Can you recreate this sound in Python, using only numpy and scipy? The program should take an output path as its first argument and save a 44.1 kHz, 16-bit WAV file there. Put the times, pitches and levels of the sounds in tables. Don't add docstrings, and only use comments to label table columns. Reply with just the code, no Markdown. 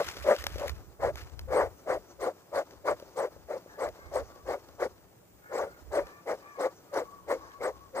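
import sys
import numpy as np
from scipy import signal
from scipy.fft import rfft, irfft, next_fast_len
from scipy.io import wavfile
from scipy.ndimage import uniform_filter1d, map_coordinates

SR = 44100
rng = np.random.default_rng(int(sys.argv[2]) if len(sys.argv) > 2 else 0)


def wav_record(signal):
    frames = np.transpose(np.atleast_2d(signal))
    bounded = np.clip(frames, -1, 1)
    quanta = np.round(bounded * 32767).astype(np.int16)
    wavfile.write(sys.argv[1], SR, quanta)


N = 352800

# (start [s], fastest [s], end [s], roar level [dB], top of the whistle [Hz],
# whistle level [dB], rustle level of the refill [dB])
BELLOWS_STROKES = [(-0.052, -0.01, 0.042, -25.3, 8300, -60, -54),
                   (0.233, 0.299, 0.372, -22.8, 8860, -56, -53), (0.562, 0.615, 0.7, -33.2, 7300, -70, -59),
                   (0.986, 1.036, 1.13, -27.4, 8020, -61, -55),
                   (1.462, 1.568, 1.709, -24.9, 8680, -55, -60),
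                   (1.847, 1.913, 1.999, -27.6, 8320, -57, -59),
                   (2.173, 2.231, 2.339, -30.6, 8860, -57, -62),
                   (2.507, 2.565, 2.649, -28.5, 9280, -58, -59),
                   (2.833, 2.887, 2.96, -26.5, 9580, -58, -55),
                   (3.141, 3.187, 3.302, -29.5, 8800, -57, -59),
                   (3.462, 3.52, 3.598, -33.9, 7360, -68, -57),
                   (3.759, 3.821, 3.922, -30.5, 8500, -56, -56),
                   (4.099, 4.161, 4.246, -29.4, 8680, -54, -56),
                   (4.441, 4.495, 4.602, -30.9, 8200, -67, -57),
                   (4.772, 4.83, 4.893, -28.5, 10200, -63, -63),
                   (5.478, 5.564, 5.711, -30.3, 7900, -56, -59),
                   (5.895, 5.949, 6.054, -28.6, 8860, -58, -56), (6.246, 6.3, 6.376, -29.8, 8140, -62, -55),
                   (6.56, 6.63, 6.708, -28.9, 8980, -57, -59), (6.907, 6.961, 7.057, -28.9, 9460, -59, -59),
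                   (7.258, 7.312, 7.388, -29.5, 8980, -58, -54),
                   (7.579, 7.653, 7.734, -30.0, 8320, -54, -58),
                   (7.924, 7.982, 8.07, -29.5, 8560, -53, -65)]
# (centre [Hz], width [Hz], level [dB])
CAN_MODES = [(383, 234, -8.5), (564.2, 76.8, 4), (697, 350, -10), (1198, 168, -9.5), (1386, 260, -15.5),
             (2190, 400, -22)]
# (centre [Hz], width [Hz], level [dB])
TIN_MODES = [(1400, 1870, 8), (5800, 1840, 4.5), (12500, 1500, 0)]
LEAD_S = .00012


def amp(db):
    return 10 ** (np.asarray(db) / 20)


def unit(x):
    return x / np.sqrt(np.mean(x ** 2) + 1e-20)


def along(points, hz):
    f, v = np.transpose(points)
    return np.interp(np.log(hz + 1), np.log(f + 1), v)


def wobble(rate):
    knots = rng.standard_normal(int(N * rate / SR) + 4)
    return map_coordinates(knots, [np.arange(N) * rate / SR])


def filtered(x, response):
    m = next_fast_len(N + SR // 2)
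    return irfft(rfft(x, m) * response(np.fft.rfftfreq(m, 1 / SR)), m)[..., :N]


def resonances(modes):
    def response(f):
        return sum((-1) ** k * amp(db) * 1j * f * width / (centre * centre - f * f + 1j * f * width)
                   for k, (centre, width, db) in enumerate(modes))
    return response


def noise(spectrum, channels=1):
    return unit(filtered(rng.standard_normal((channels, N)), lambda hz: amp(along(spectrum, hz))))


def patchy(x, depth_db):
    z = signal.stft(x, nperseg=256)[2]
    field = uniform_filter1d(rng.standard_normal(z.shape[-2:]), size=3, axis=0)
    field = uniform_filter1d(field, size=7, axis=1)
    return unit(signal.istft(z * amp(depth_db * unit(field)), nperseg=256)[1][..., :N])


def placed(x, lead_s=LEAD_S):
    # (frequency [Hz], left minus right [dB])
    shade = [(100, 0), (350, 4), (700, 2.5), (2400, 3), (5000, 0), (7000, 1), (9000, 12), (11000, 10),
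             (15000, 4)]
    half = np.array([[.5], [-.5]])
    return filtered(x, lambda hz: amp(along(shade, hz) * half) * np.exp(2j * np.pi * hz * lead_s * half))


def air_hiss(level):
    # (frequency [Hz], density [dB per Hz])
    jet = [(1500, -31), (2600, -8.5), (4500, 1.5), (6600, -1), (8600, -11.5), (9400, -35), (11000, -7),
           (13000, -15), (15500, -8.5)]
    direct = noise(jet)[0]
    scattered = 1.6 * noise(jet, channels=2)
    return level * placed(1.04 * patchy(direct + scattered, depth_db=2.5))


def creases():
    struck = rng.random(N) < 900 * amp(4 * wobble(30)) / SR
    size = amp(4 * rng.exponential(size=N).clip(0, 4))
    clicks = struck * size * rng.choice([-1, 1], N)
    return unit(filtered(clicks, resonances(TIN_MODES)))


def meadow():
    # (frequency [Hz], density [dB per Hz])
    hush = [(59, -28), (100, -3.5), (149, -11), (181, -2), (205, -14), (370, -6.5), (1800, -25.5),
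            (3930, -34), (7560, -26), (10800, -34), (15500, -21.5)]
    # (frequency [Hz], left-right likeness [0 to 1])
    alike = [(100, 1), (290, 0.59), (640, 0), (1400, 0)]

    def shares(hz):
        turn = np.arccos(np.clip(along(alike, hz), -1, 1)) / 2
        return np.array([np.cos(turn), np.sin(turn)])

    mid, side = filtered(patchy(noise(hush, channels=2), depth_db=1.5), shares)
    return amp(-59.0 + 1.1 * wobble(2.93)) * np.array([mid + side, mid - side])


def wind():
    # (frequency [Hz], density [dB per Hz])
    rumble = [(20, -30), (65, 5), (89, -2.5), (161, -15.5), (239, -27.5), (300, -24), (390, -43),
              (660, -120)]
    # (port, peak [s], length [s], level [dB])
    gusts = [("left", 0.27, 0.12, -56), ("left", 0.565, 0.17, -37.5), ("left", 0.663, 0.15, -44),
             ("left", 0.772, 0.16, -44), ("left", 1.21, 0.22, -45), ("left", 1.35, 0.1, -40.5),
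             ("left", 1.45, 0.21, -34.5), ("left", 1.67, 0.21, -44), ("left", 1.966, 0.21, -47),
             ("left", 2.2, 0.15, -54), ("left", 3.4, 0.3, -54), ("left", 4.5, 0.19, -47),
             ("right", 0.072, 0.11, -45.5), ("right", 0.24, 0.24, -41.5), ("right", 0.4, 0.075, -43),
             ("right", 0.553, 0.31, -37.5), ("right", 0.716, 0.11, -35), ("right", 0.86, 0.34, -50.5),
             ("right", 1.094, 0.24, -34.5), ("right", 1.246, 0.11, -41.5), ("right", 1.436, 0.14, -40),
             ("right", 1.61, 0.25, -44), ("right", 2.55, 0.11, -53), ("right", 2.92, 0.14, -52),
             ("right", 3.88, 0.21, -50), ("right", 4.15, 0.37, -43.5), ("right", 4.4, 0.34, -59),
             ("right", 5.93, 0.34, -42.5)]
    breeze_db, swing_db = -67.5, 5.5
    t = np.arange(N) / SR
    level = amp(breeze_db + swing_db * np.array([wobble(2.89), wobble(6.7)]))
    for port, peak, length, db in gusts:
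        swell = np.cos(np.pi * ((t - peak) / length).clip(-.5, .5)) ** 2
        level[int(port == "right")] += amp(db) * swell
    lumps = amp(2.5 * np.array([wobble(16), wobble(16)]))
    return level * unit(lumps * noise(rumble, channels=2))


def strokes():
    # (top [Hz], hiss level [dB])
    hiss_by_top = [(7300, -62), (7900, -55), (9000, -51.5), (10200, -50.5)]
    catch, let_go = .78, .7
    pitch_power = 1.45
    brightens, ordinary_db = .3, -29
    t = np.arange(N) / SR
    roar, bright, hiss, tone, pitch = np.zeros((5, N))
    for start, fastest, end, roar_db, top_hz, whistle_db, _ in BELLOWS_STROKES:
        speed = np.sin(np.pi * np.interp(t, [start, fastest, end], [0, .5, 1])).clip(0)
        draught = np.sin(np.pi * np.interp(t, [start, end], [0, 1])).clip(0)
        roar += amp(roar_db) * draught ** 2.3 / (.5 + .5 * draught ** 1.15)
        bright_db = roar_db + brightens * (roar_db - ordinary_db)
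        bright += amp(bright_db) * (draught * speed) ** 1.52
        rising = t < fastest
        breakup = np.where(rising, ((speed - .55) / .35).clip(0, 1), speed ** 2.5)
        hiss += amp(along(hiss_by_top, top_hz)) * breakup
        threshold = np.where(rising, catch, let_go)
        tone += amp(whistle_db) * ((speed - threshold) / .15).clip(0, 1)
        pitch += top_hz * speed ** pitch_power

    flutter = amp(1.71 * wobble(60))

    sway = np.pi / 4 * (1 + np.tanh(wobble(9) + (t - 3.5) / 3))
    detune = np.array([[.96], [1.07]])

    def low_response(f):
        return resonances(CAN_MODES[:2])(f * detune) * f ** 4 / (f ** 4 + 260 ** 4)

    def high_response(f):
        return resonances(CAN_MODES[2:])(f) / (1 + (f / 2800) ** 6)

    up, down = filtered(flutter * rng.standard_normal((2, N)), low_response)
    low = unit(np.cos(sway) * up + np.sin(sway) * down)
    high = patchy(filtered(flutter * rng.standard_normal((3, N)), high_response), depth_db=3)

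    breathy = amp(1 + 2 * wobble(40) + 3 * wobble(120)) * (1 + .4 * wobble(500) + .5 * wobble(2500))
    phase = 2 * np.pi * np.cumsum(pitch * (1 + .013 * wobble(120))) / SR
    whistle = tone * breathy * np.sin(phase) / (1 + (pitch / 9500) ** 20)

    upper = amp(-4.5) * bright * high[0] + amp(-14.0) * bright * high[1:]
    can = placed(roar * low, lead_s=0.00014) + placed(upper + whistle)
    return can + air_hiss(hiss * amp(1.6 * wobble(70) + 1.6 * wobble(300)))


def handling():
    # (time [s], level [dB])
    grip = [(0, -46), (0.2, -50.5), (0.42, -50.5), (0.5, -54.5), (0.68, -50.5), (0.76, -65), (1.1, -102),
            (1.18, -50.5), (1.3, -70.5), (1.6, -76)]
    # (frequency [Hz], density [dB per Hz])
    scrape_spectrum = [(600, -22), (1200, 4.5), (3000, -2.5), (7000, -7.5), (9400, -19.5), (12000, -12),
                       (15500, -19)]
    crackle_db, scrape_db = -1.5, 2.5
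    clumps = amp(2.5 * wobble(35) + 3.5 * wobble(200))
    fingers = noise(scrape_spectrum)[0] + noise(scrape_spectrum, channels=2)
    scrape = patchy(clumps * fingers, depth_db=2)
    times, levels_db = np.transpose(grip)
    level = amp(np.interp(np.arange(N) / SR, times, levels_db))
    return placed(level * (amp(scrape_db) * scrape + amp(crackle_db) * creases()))


def refill():
    # (frequency [Hz], density [dB per Hz])
    leather_spectrum = [(150, -12.5), (310, 5), (472, 5.5), (1340, -3.5), (3500, -26.5), (4550, -54),
                        (7700, -120)]
    # (centre [Hz], width [Hz], level [dB])
    inlet_modes = [(5730, 230, 4), (6580, 470, -0.5)]
    # (time [s], level [dB])
    wheezes = [(2.11, -64), (3.72, -69)]
    suck_db = -12
    wheeze_db, crackle_db = -5, -3
    t, rustle = np.arange(N) / SR, np.zeros(N)
    for _, fastest, end, *_, rustle_db in BELLOWS_STROKES:
        knots = [fastest, end + 0.0021, end + 0.076, end + 0.35]
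        rustle += amp(rustle_db) * np.interp(t, knots, [0.013, 1.0, 0.88, 0.0005])
    air, clumps = amp(suck_db) * rustle, wobble(45)
    clumped = amp(2.15 * clumps + 0.14 * wobble(170)) * noise(leather_spectrum)[0]
    leather = 0.93 * rustle * unit(clumped)
    crackle = amp(crackle_db) * air * creases()
    inlet = unit(filtered(rng.standard_normal(N), resonances(inlet_modes)))
    fits = amp(wheeze_db) * air * unit(amp(6 * wobble(30)))
    for s, db in wheezes:
        fits += amp(db) * np.exp(-((t - s) / .02) ** 2)
    return placed(leather + crackle + fits * inlet) + air_hiss(air * amp(2.5 * clumps + 1.5 * wobble(180)))


def contacts():
    # (time [s], tick level [dB], knock level before a 9.5 dB lift [dB])
    touches = [(0.0876, -28.5, -75), (0.168, -37, -35), (0.364, -33.5, -61), (0.4402, -29, -36),
               (0.467, -22.5, -35.5), (0.5576, -40.5, -29.5), (0.583, -38, -43), (0.6803, -30, -48),
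               (0.695, -32, -42), (1.1567, -36.5, -43), (1.272, -50, -70), (1.3923, -34, -47),
               (1.413, -50, -60), (2.7094, -50, -44), (2.735, -54, -41.5), (2.999, -44, -42),
               (3.0237, -55, -32), (3.362, -69, -39), (3.6596, -87.5, -37), (3.8882, -41, -41),
               (3.989, -67, -40), (4.3588, -56, -43), (4.6884, -55, -44), (4.8614, -70, -26),
               (6.069, -43.5, -46)]
    t = np.arange(600) / SR
    cracks, pushes = np.zeros((2, N + 600))
    for s, tick_db, knock_db in touches:
        place = slice(round(s * SR), round(s * SR) + len(t))
        cracks[place] += amp(tick_db - 60 * t / .015) * rng.standard_normal(len(t))
        pushes[place] += amp(knock_db + 9.5) * np.sin(np.pi * (t / 0.0015).clip(0, 1))
    ticks = filtered(cracks[:N], resonances(TIN_MODES))
    knocks = filtered(pushes[:N], resonances(CAN_MODES))
    return placed(ticks + knocks)


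def rooster():
    # (start [s], end [s], pitch [Hz], level [dB], brightness [dB per octave])
    crows = [(3.662, 3.8, 428, -58, 5), (3.942, 4.132, 535, -65, 8), (3.98, 4.12, 390, -61, -4),
             (4.243, 4.453, 380, -63, -2), (5.41, 5.82, 728, -49, -25), (5.42, 5.57, 432, -61, 7),
             (5.991, 6.233, 590, -55, -5), (6.396, 6.716, 577, -55, 0), (6.85, 6.96, 623, -56, -8),
             (6.972, 7.275, 563, -57, -24), (7.36, 7.616, 552, -54, -12), (7.383, 7.56, 440, -65, 7),
             (7.62, 7.905, 556, -60, -24)]
    # (frequency [Hz], gain [dB])
    throat = [(400, -25), (800, 0), (1150, 2), (1300, -13), (1700, -3), (2000, -8), (2350, -7), (2900, -25)]
    voice, waver = np.zeros(N), wobble(40)
    rasp = {k: 1 + .3 * wobble(50) + .6 * wobble(160) + .7 * wobble(500) for k in range(2, 5)}
    for start, end, pitch_hz, db, bright_db in crows:
        note = slice(round(start * SR), round(end * SR))
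        t = np.arange(note.stop - note.start) / SR
        gate = np.interp(t, [0, 0.05, t[-1] - .04, t[-1]], [0, 0.9, 0.7, 0])
        phase = 2 * np.pi * np.cumsum(pitch_hz * (1 - .08 * t + .016 * waver[note])) / SR
        for k in rasp:
            partial = amp(db + along(throat, k * pitch_hz) + bright_db * np.log2(k / 2))
            voice[note] += gate * partial * rasp[k][note] * np.sin(k * phase)
    fade = amp(-60 * np.arange(SR // 4) / SR / 0.17)
    echoes = unit(rng.standard_normal((2, SR // 4)) * fade) / np.sqrt(SR // 2)
    direct = np.array([voice, np.roll(voice, 12)])
    return direct + signal.fftconvolve(voice[None], echoes, axes=1)[:, :N]


def scene():
    return meadow() + wind() + strokes() + handling() + refill() + contacts() + rooster()


def record(dry):
    top_hz = 15520
    return filtered(dry, lambda hz: hz < top_hz)


dry = scene()
out = record(dry)
wav_record(out)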